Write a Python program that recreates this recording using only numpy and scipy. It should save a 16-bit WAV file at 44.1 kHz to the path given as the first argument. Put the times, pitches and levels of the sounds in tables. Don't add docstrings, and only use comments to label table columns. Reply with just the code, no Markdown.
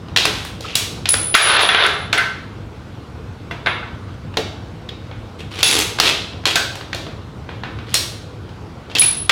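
import sys
import numpy as np
from scipy import signal
from scipy.fft import rfft, irfft, next_fast_len
from scipy.io import wavfile
from scipy.ndimage import uniform_filter1d

SR = 44100
rng = np.random.default_rng(int(sys.argv[2]) if len(sys.argv) > 2 else 0)


def bounce(signal):
    frames = np.transpose(np.atleast_2d(signal))
    limited = np.clip(frames, -1, 1)
    pcm = np.round(limited * 32767).astype(np.int16)
    wavfile.write(sys.argv[1], SR, pcm)


def gain_from_decibels(decibels):
    exponent = np.asarray(decibels, float) / 20
    return 10 ** exponent


N = 410571


def evened(x):
    return x / np.sqrt(np.mean(x ** 2) + 1e-20)


def read(points, hz):
    f, value = np.transpose(points)
    return np.interp(np.log(hz + 1), np.log(f + 1), value)


def add(mix, s, sound):
    part = mix[round(s * SR):][:len(sound)]
    part += sound[:len(part)]


def coloured(x, points):
    size = next_fast_len(len(x))
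    gain = gain_from_decibels(read(points, np.fft.rfftfreq(size, 1 / SR)))
    return irfft(rfft(x, size) * gain, size)[:len(x)]


def blow(peak_db, colour, modes, crack_s, ring_db, ring_s):
    t = np.arange(8192) / SR
    crack = evened(coloured(rng.standard_normal(len(t)), colour)) * gain_from_decibels(-60 * t / crack_s)
    hz, mode_db, t60 = np.transpose(modes)[:, :, None]
    luck = rng.random((3, len(modes), 1))
    start_db = read(colour, hz) + 0.445 * mode_db - 12 * luck[0]
    level = gain_from_decibels(start_db - 60 * t / np.minimum(t60, ring_s))
    tuned_hz = hz * (0.985 + 0.028 * luck[1])
    ring = (level * np.sin(2 * np.pi * (tuned_hz * t + luck[2]))).sum(0)
    onset = np.minimum(t / 0.000196, 1)
    return gain_from_decibels(peak_db - 5.5) * (crack + gain_from_decibels(ring_db) * ring) * onset


def blows(rows, modes, thud_db, room_db, rise_s, crack_s, ring_db, ring_s):
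    thud_lag = 0.24
    ring_to_room = 0.51
    near, far = np.zeros((2, N))
    for s, peak_db, knock_db, sizzle_db in rows:
        low_db = thud_db - thud_lag * peak_db
        colour = [(150, low_db + 3.0), (550, low_db + 14.0), (1600, knock_db + 11.5), (3800, 0.0094),
                  (9500, sizzle_db - 5), (16000, sizzle_db - 14.5)]
        sound = blow(peak_db, colour, modes, crack_s, ring_db, ring_s)
        t = np.arange(len(sound)) / SR
        add(near, s, sound * np.minimum(t / rise_s, 1))
        click = (np.arange(len(t)) == 200).astype(float)
        snap = evened(coloured(click, colour)) * sound.std()
        add(far, s, (snap + ring_to_room * sound) * gain_from_decibels(room_db))
    return np.array([near, far])


def scrape(strokes, body, per_s, spread_db, split_hz):
    out = np.zeros(N)
    for s, length, start_db, end_db, sizzle_db in strokes:
        u = np.linspace(0, 1, int(length * SR))
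        draw = rng.random((3, SR // 2))[:, :len(u)]
        strength = gain_from_decibels(spread_db * np.minimum(-np.log(1 - draw[0]), 3))
        slips = strength * (draw[1] < per_s / SR)
        grains = signal.lfilter([1], [1, -0.96], slips) * (2 * draw[2] - 1)
        whole = evened(coloured(grains, body))
        high_pass = signal.butter(N=2, Wn=split_hz, btype="high", fs=SR, output="sos")
        top = signal.sosfilt(high_pass, whole)
        shaped = whole - top + gain_from_decibels(sizzle_db) * evened(top)
        level = gain_from_decibels(start_db + (end_db - start_db) * u - 2.0)
        add(out, s, level * shaped * signal.windows.tukey(len(u), 0.3))
    return out


def short_tones(rows):
    out, t = np.zeros(N), np.arange(9000) / SR
    for s, db, hz, t60 in rows:
        wobble = evened(uniform_filter1d(rng.standard_normal(len(t)), 150))
        level = gain_from_decibels(db - 60 * t / t60) * np.minimum(t * hz / 13.0, 1)
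        add(out, s, level * np.sin(2 * np.pi * hz * t + 0.81 * wobble))
    return out


def bolt_blows():
    # (frequency [Hz], level [dB], time to fade 60 dB [s])
    steel_modes = [(2557, -30.5, 5.0), (2610, -11.5, 0.44), (3241, -16, 5.0), (3980, 21, 0.47),
                   (4296, -3, 1.6), (5141, -13.5, 1.1), (5530, 4, 0.35), (5660, -14, 0.85),
                   (7270, -2.5, 1.6), (8260, -21.5, 1.1), (9100, -3, 0.34), (9970, -9, 0.23),
                   (12780, -27, 1.5), (14300, -23, 0.43)]
    # (time [s], peak [dB], knock [dB], sizzle [dB])
    stops = [(0.1621, 2.5, -18, -19), (0.172, 2, -22, -18), (0.1838, -8.5, -22, -36),
             (0.7539, 1.5, -18.5, -2), (1.0559, -5.5, -15, -24.5), (1.089, -4, -20.5, 0),
             (4.8893, -17.5, -19, -34), (5.5906, -14, -12, -11), (5.6296, 10.5, -22.5, -11.5),
             (5.7883, -6.5, -15, 7.5), (6.4549, 1.5, -16.5, -18), (6.9302, -8, -10, -25),
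             (7.9416, 1.5, -16.5, 0.5), (7.9524, -2.5, -32, -16.5), (8.9509, -7, -29, -14),
             (8.9841, -4, -29, -11), (8.9944, -5, -21.5, 8), (9.018, -2, -13.5, -11.5)]
    # (time [s], peak [dB], knock [dB], sizzle [dB])
    shoves = [
        (0.2534, 2, -11, -10),
        (1.1401, -0.5, -9.5, -8.5),
        (4.3704, -1, -17, -20),
        (5.9997, 10.5, -17.5, -12.5),
        (6.075, -12.5, -2, -33.5),
        (6.4652, -6.5, -26, -22),
    ]
    # (time [s], peak [dB], knock [dB], sizzle [dB])
    touches = [(0.0836, -22.5, -10, -25), (0.4484, -16, 0, 4), (0.6066, -17, -38, -9.5),
               (1.0824, -23, -22, -19), (4.3395, -23, -5, -20), (5.1123, -20.5, -5, -39),
               (5.405, -26, -10, -30), (5.5143, -21, -6, -16), (5.986, -2.5, -10, -21),
               (6.3313, -21, -14, -35), (6.4375, -23, -7, -26), (6.7541, -15.5, -11.5, -7.5),
               (6.8089, -15, -11, -25.5), (6.946, -12, -33, -12), (7.0653, -18, -6, -27.5),
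               (7.49, -16, -7, -39), (7.635, -10.5, -3, -30), (7.7872, -18, -6, -28),
               (7.884, -25.5, -7, -26.5), (8.4906, -24.5, -12, -21), (8.8976, -23, -11, -24)]
    steel = dict(crack_s=0.028, ring_db=-28, ring_s=0.06)
    return (blows(stops, steel_modes, thud_db=-25, room_db=-1, rise_s=0.0005, **steel)
            + blows(shoves, steel_modes, thud_db=-14, room_db=-3, rise_s=0.0005, **steel)
            + blows(touches, steel_modes, thud_db=-11, room_db=-2, rise_s=0.0017, **steel))


def bolt_slides():
    # (start [s], length [s], start level [dB], end level [dB], sizzle [dB])
    bolt_strokes = [(0.17, 0.11, -20, -35.5, -10), (0.26, 0.26, -29.5, -35, -5),
                    (0.6, 0.27, -35.5, -28.5, -22), (5.385, 0.048, -31.5, -40, -9),
                    (5.5, 0.125, -40.5, -18.5, -7), (5.63, 0.21, -18, -13, -0.5),
                    (6.005, 0.105, -17, -10.5, -7.5), (6.46, 0.1, -8.5, -36.5, -5.5),
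                    (7.86, 0.11, -40.5, -32, -10), (8.9, 0.029, -40, -31, -18),
                    (8.95, 0.08, -8, -40.5, -19)]
    # (frequency [Hz], level [dB per Hz])
    rails = [(150, -38), (250, -6), (436, -1), (639, -15), (747, -9), (1470, -8.5), (3330, 2.5),
             (8660, -24), (10500, -27.5), (11200, -30.5), (15900, -45)]
    return scrape(bolt_strokes, rails, per_s=1500, spread_db=4.5, split_hz=7700)


def handle_squeaks():
    # (time [s], level [dB], frequency [Hz], time to fade 60 dB [s])
    handle_tones = [
        (0.643, -13.5, 1250, 0.055),
        (.65, -34.5, 3600, .04),
        (0.679, -21, 2750, 0.045),
        (0.729, -28, 2700, 0.099),
    ]
    return short_tones(handle_tones)


def pings():
    # (time [s], level [dB], frequency [Hz], time to fade 60 dB [s])
    ping_tones = [(0.161, -8.5, 3400, 0.061), (.756, -17, 3400, 0.13), (1.862, -18, 10000, .03),
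                  (2.18, -15, 9900, 0.023), (3.51, -16, 1977, .04), (4.339, -26, 2800, .03),
                  (4.372, -12, 2880, 0.032), (4.372, -13.5, 4030, .05), (4.89, -15.5, 3307, .03),
                  (5.405, -27, 2670, 0.071), (7.943, -12, 4240, 0.22), (7.945, -18.5, 5510, .25),
                  (8.951, -17.5, 4500, .06), (8.985, -4, 3200, 0.028), (9.031, -18, 2708, .15)]
    return short_tones(ping_tones)


def brass():
    # (frequency [Hz], split between its two tones [Hz])
    brass_cases = [
        (9975, 68),
        (10208, 44),
    ]
    # (start [s], damped after [s], level [dB], fade [dB per s], which case [index])
    songs = [
        (1.089, 0.05, -13.5, 60.5, 0),
        (1.14, 0.2, -20, 46.5, 0),
        (1.35, 0.093, -8, 298, 0),
        (1.418, 0.16, -13, 83, 0),
        (1.6, 0.47, -23.5, 71, 0),
        (3.664, 0.2, -47, 168, 0),
        (5.638, 0.12, -18, 130, 1),
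        (8.9944, 0.024, -6, 95, 1),
        (9.018, 0.25, -14.5, 89, 1),
    ]
    out = np.zeros(N)
    for s, length, level_db, fade_db, case in songs:
        hz, split_hz = brass_cases[round(case)]
        t = np.arange(0, length, 1 / SR)
        drift = uniform_filter1d(rng.standard_normal((2, SR // 2)), 700)
        tumble = evened(uniform_filter1d(drift, 700))[:, :len(t)]
        phase = 2 * np.pi * np.outer([hz, hz + split_hz], t) + 0.89 * tumble[::-1]
        tones = np.sin(phase) * gain_from_decibels(2.9 * tumble)
        pair = evened(tones[0] + gain_from_decibels(-6.5) * tones[1])
        shape = np.minimum(t / 0.002, 1) * signal.windows.tukey(len(t), 0.04)
        add(out, s, gain_from_decibels(level_db + 2.0 - fade_db * t) * pair * shape)
    return out


def table_blows():
    # (frequency [Hz], level [dB], time to fade 60 dB [s])
    wood_modes = [(691, 6, 0.47), (1203, -13.5, 0.43), (1353, 3.5, 5.0), (1520, 11.5, 0.47),
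                  (1560, 8.5, 0.42), (2090, 14, 0.61), (2404, -33, 0.42), (2562, -29, 5.0), (2720, -2, 1.2),
                  (2980, -24, 1.1), (3400, 18, 0.12), (3495, 7.5, 0.69), (4920, -39, 1.2),
                  (10000, -16, 0.37)]
    # (time [s], peak [dB], knock [dB], sizzle [dB])
    bounces = [(1.3409, -0.5, -27, -38), (1.344, 0.5, -11.5, -23.5), (1.3487, 17.5, -1.5, -11),
               (1.4519, -24, -6.5, -24.5), (1.4991, 1.5, -10.5, -27.5), (1.5657, 2, -8.5, -47),
               (1.5918, 0, -12, -23.5), (1.609, -6.5, -1.5, -5.5), (1.6324, -2.5, -10, -26),
               (1.689, 6.5, -5.5, -33.5), (1.7464, 5.5, -9, -49.5), (1.7842, -8.5, 5, -37.5),
               (1.8365, -10.5, -21, -26), (1.8492, -4, 4.5, -26.5), (1.8643, -9, -5.5, -11),
               (2.1281, 0.5, -7.5, -16.5), (2.14, -13, -21, -28), (2.1757, -5.5, -7.5, -27),
               (2.1822, -10, 12.5, -7), (6.556, 1, -20.5, -11), (9.2939, 16, -8, -17.5),
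               (9.3034, -4.5, -25, -20)]
    # (time [s], peak [dB], knock [dB], sizzle [dB])
    handling = [
        (2.819, -35, -17, -24),
        (3.5103, -15.5, -1.5, -20),
        (3.6604, -5, -2, -27.5),
        (3.6686, -2.5, -1.5, -68),
        (3.8275, -25.5, 5, -34),
        (4.0804, -32, -7, -20.5),
    ]
    wood = dict(crack_s=0.04, ring_db=-15, ring_s=0.087)
    return (blows(bounces, wood_modes, thud_db=-18.5, room_db=-1, rise_s=0.001, **wood)
            + blows(handling, wood_modes, thud_db=-9, room_db=-1, rise_s=0.0017, **wood))


def table_skitter():
    # (start [s], length [s], start level [dB], end level [dB], sizzle [dB])
    skitter_runs = [
        (1.355, 0.335, -9, -16.5, -50),
        (1.685, 0.195, -19.5, -12.5, -16),
    ]
    # (frequency [Hz], level [dB per Hz])
    board = [(150, -47), (250, -19.5), (407, 4), (484, 0), (773, -0.5), (1260, 6), (2160, -3.5), (3570, 5),
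             (8810, -49), (9770, -28.5), (10300, -25), (10800, -30), (15900, -53)]
    return scrape(skitter_runs, board, per_s=1500, spread_db=6.0, split_hz=6400)


def thumps():
    # (time [s], level [dB], frequency [Hz], time to fade 60 dB [s])
    thump_tones = [(.262, -7, 428, .1), (1.79, -21.5, 1500, 0.19), (1.852, -19, 1515, .3),
                   (2.178, -22.5, 1470, .25), (2.14, -15, 423, .15), (4.371, -5.5, 438, 0.13),
                   (4.371, -9, 747, 0.079), (5.63, -14, 2700, 0.32), (5.632, -11, 3450, 0.28),
                   (6.557, -13, 1548, .45), (8.952, -7.5, 2620, 0.057), (9.019, 2, 2394, 0.033)]
    return short_tones(thump_tones)


def room(x):
    # (frequency [Hz], time to fade 60 dB [s])
    echo_fade = [(250, 0.6), (660, 0.79), (1740, 0.58), (4590, 0.62), (12100, 0.42)]
    taps = np.zeros(SR)
    at = np.arange(260, SR - 20, 20)
    taps[at + rng.integers(0, 20, len(at))] = rng.choice([-1., 1.], len(at))
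    hz, t, z = signal.stft(taps, SR, nperseg=256)
    fade = gain_from_decibels(-60 * t / read(echo_fade, hz)[:, None])
    tail = signal.istft(z * fade, SR, nperseg=256)[1]
    return signal.fftconvolve(x, tail / np.linalg.norm(tail))[:N]


def air():
    # (frequency [Hz], level [dB per Hz])
    air_colour = [(15, -68.5), (25, -49.5), (47, -12), (99, -1), (133, -8), (235, -13), (269, -14.5),
                  (334, -14), (383, -19), (488, -16), (558, -23), (1520, -27.5), (1640, -33), (3700, -37),
                  (15900, -64.5)]
    frames = N // 256 + 5
    a, b, patches = rng.standard_normal((frames, 513, 3)).T
    patches = evened(uniform_filter1d(uniform_filter1d(patches, 10, 0), 12, 1))
    spectra = (a + 1j * b) * gain_from_decibels(1.6 * patches)
    hiss = signal.istft(spectra, nperseg=1024, noverlap=768)[1][:N]
    return gain_from_decibels(-32) * evened(coloured(hiss, air_colour))


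def scene():
    near, far = bolt_blows() + table_blows()
    rub = bolt_slides() + table_skitter()
    ring = brass() + handle_squeaks() + thumps() + pings()
    wet = room(gain_from_decibels(-2.0) * far + gain_from_decibels(-3.0) * rub + gain_from_decibels(-11.5) * ring)
    return (near + rub + ring + wet + air())[None]


def excess(x, size, recovery_db, ceiling_db):
    power_db = 10 * np.log10(abs(uniform_filter1d(x ** 2, size)) + 1e-12)
    fall = np.arange(N) * recovery_db / SR
    held_db = np.maximum.accumulate(power_db + fall) - fall
    return np.maximum(held_db - ceiling_db, 0)


def roll_off(x):
    return signal.sosfilt(signal.butter(12, 16050, fs=SR, output="sos"), x)


def record(dry):
    quick_db = 0.65 * uniform_filter1d(excess(dry[0], size=200, recovery_db=109.5, ceiling_db=-8), 90)
    held = signal.lfilter([1 / 9000], [1, 1 / 9000 - 1], dry[0] ** 2) ** 0.5
    slow_db = 0.47 * excess(held, size=400, recovery_db=25.0, ceiling_db=-11.5)
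    limited = dry / gain_from_decibels(quick_db + slow_db)
    return roll_off(np.clip(limited, -1, 1))


dry = scene()
out = record(dry)
bounce(out)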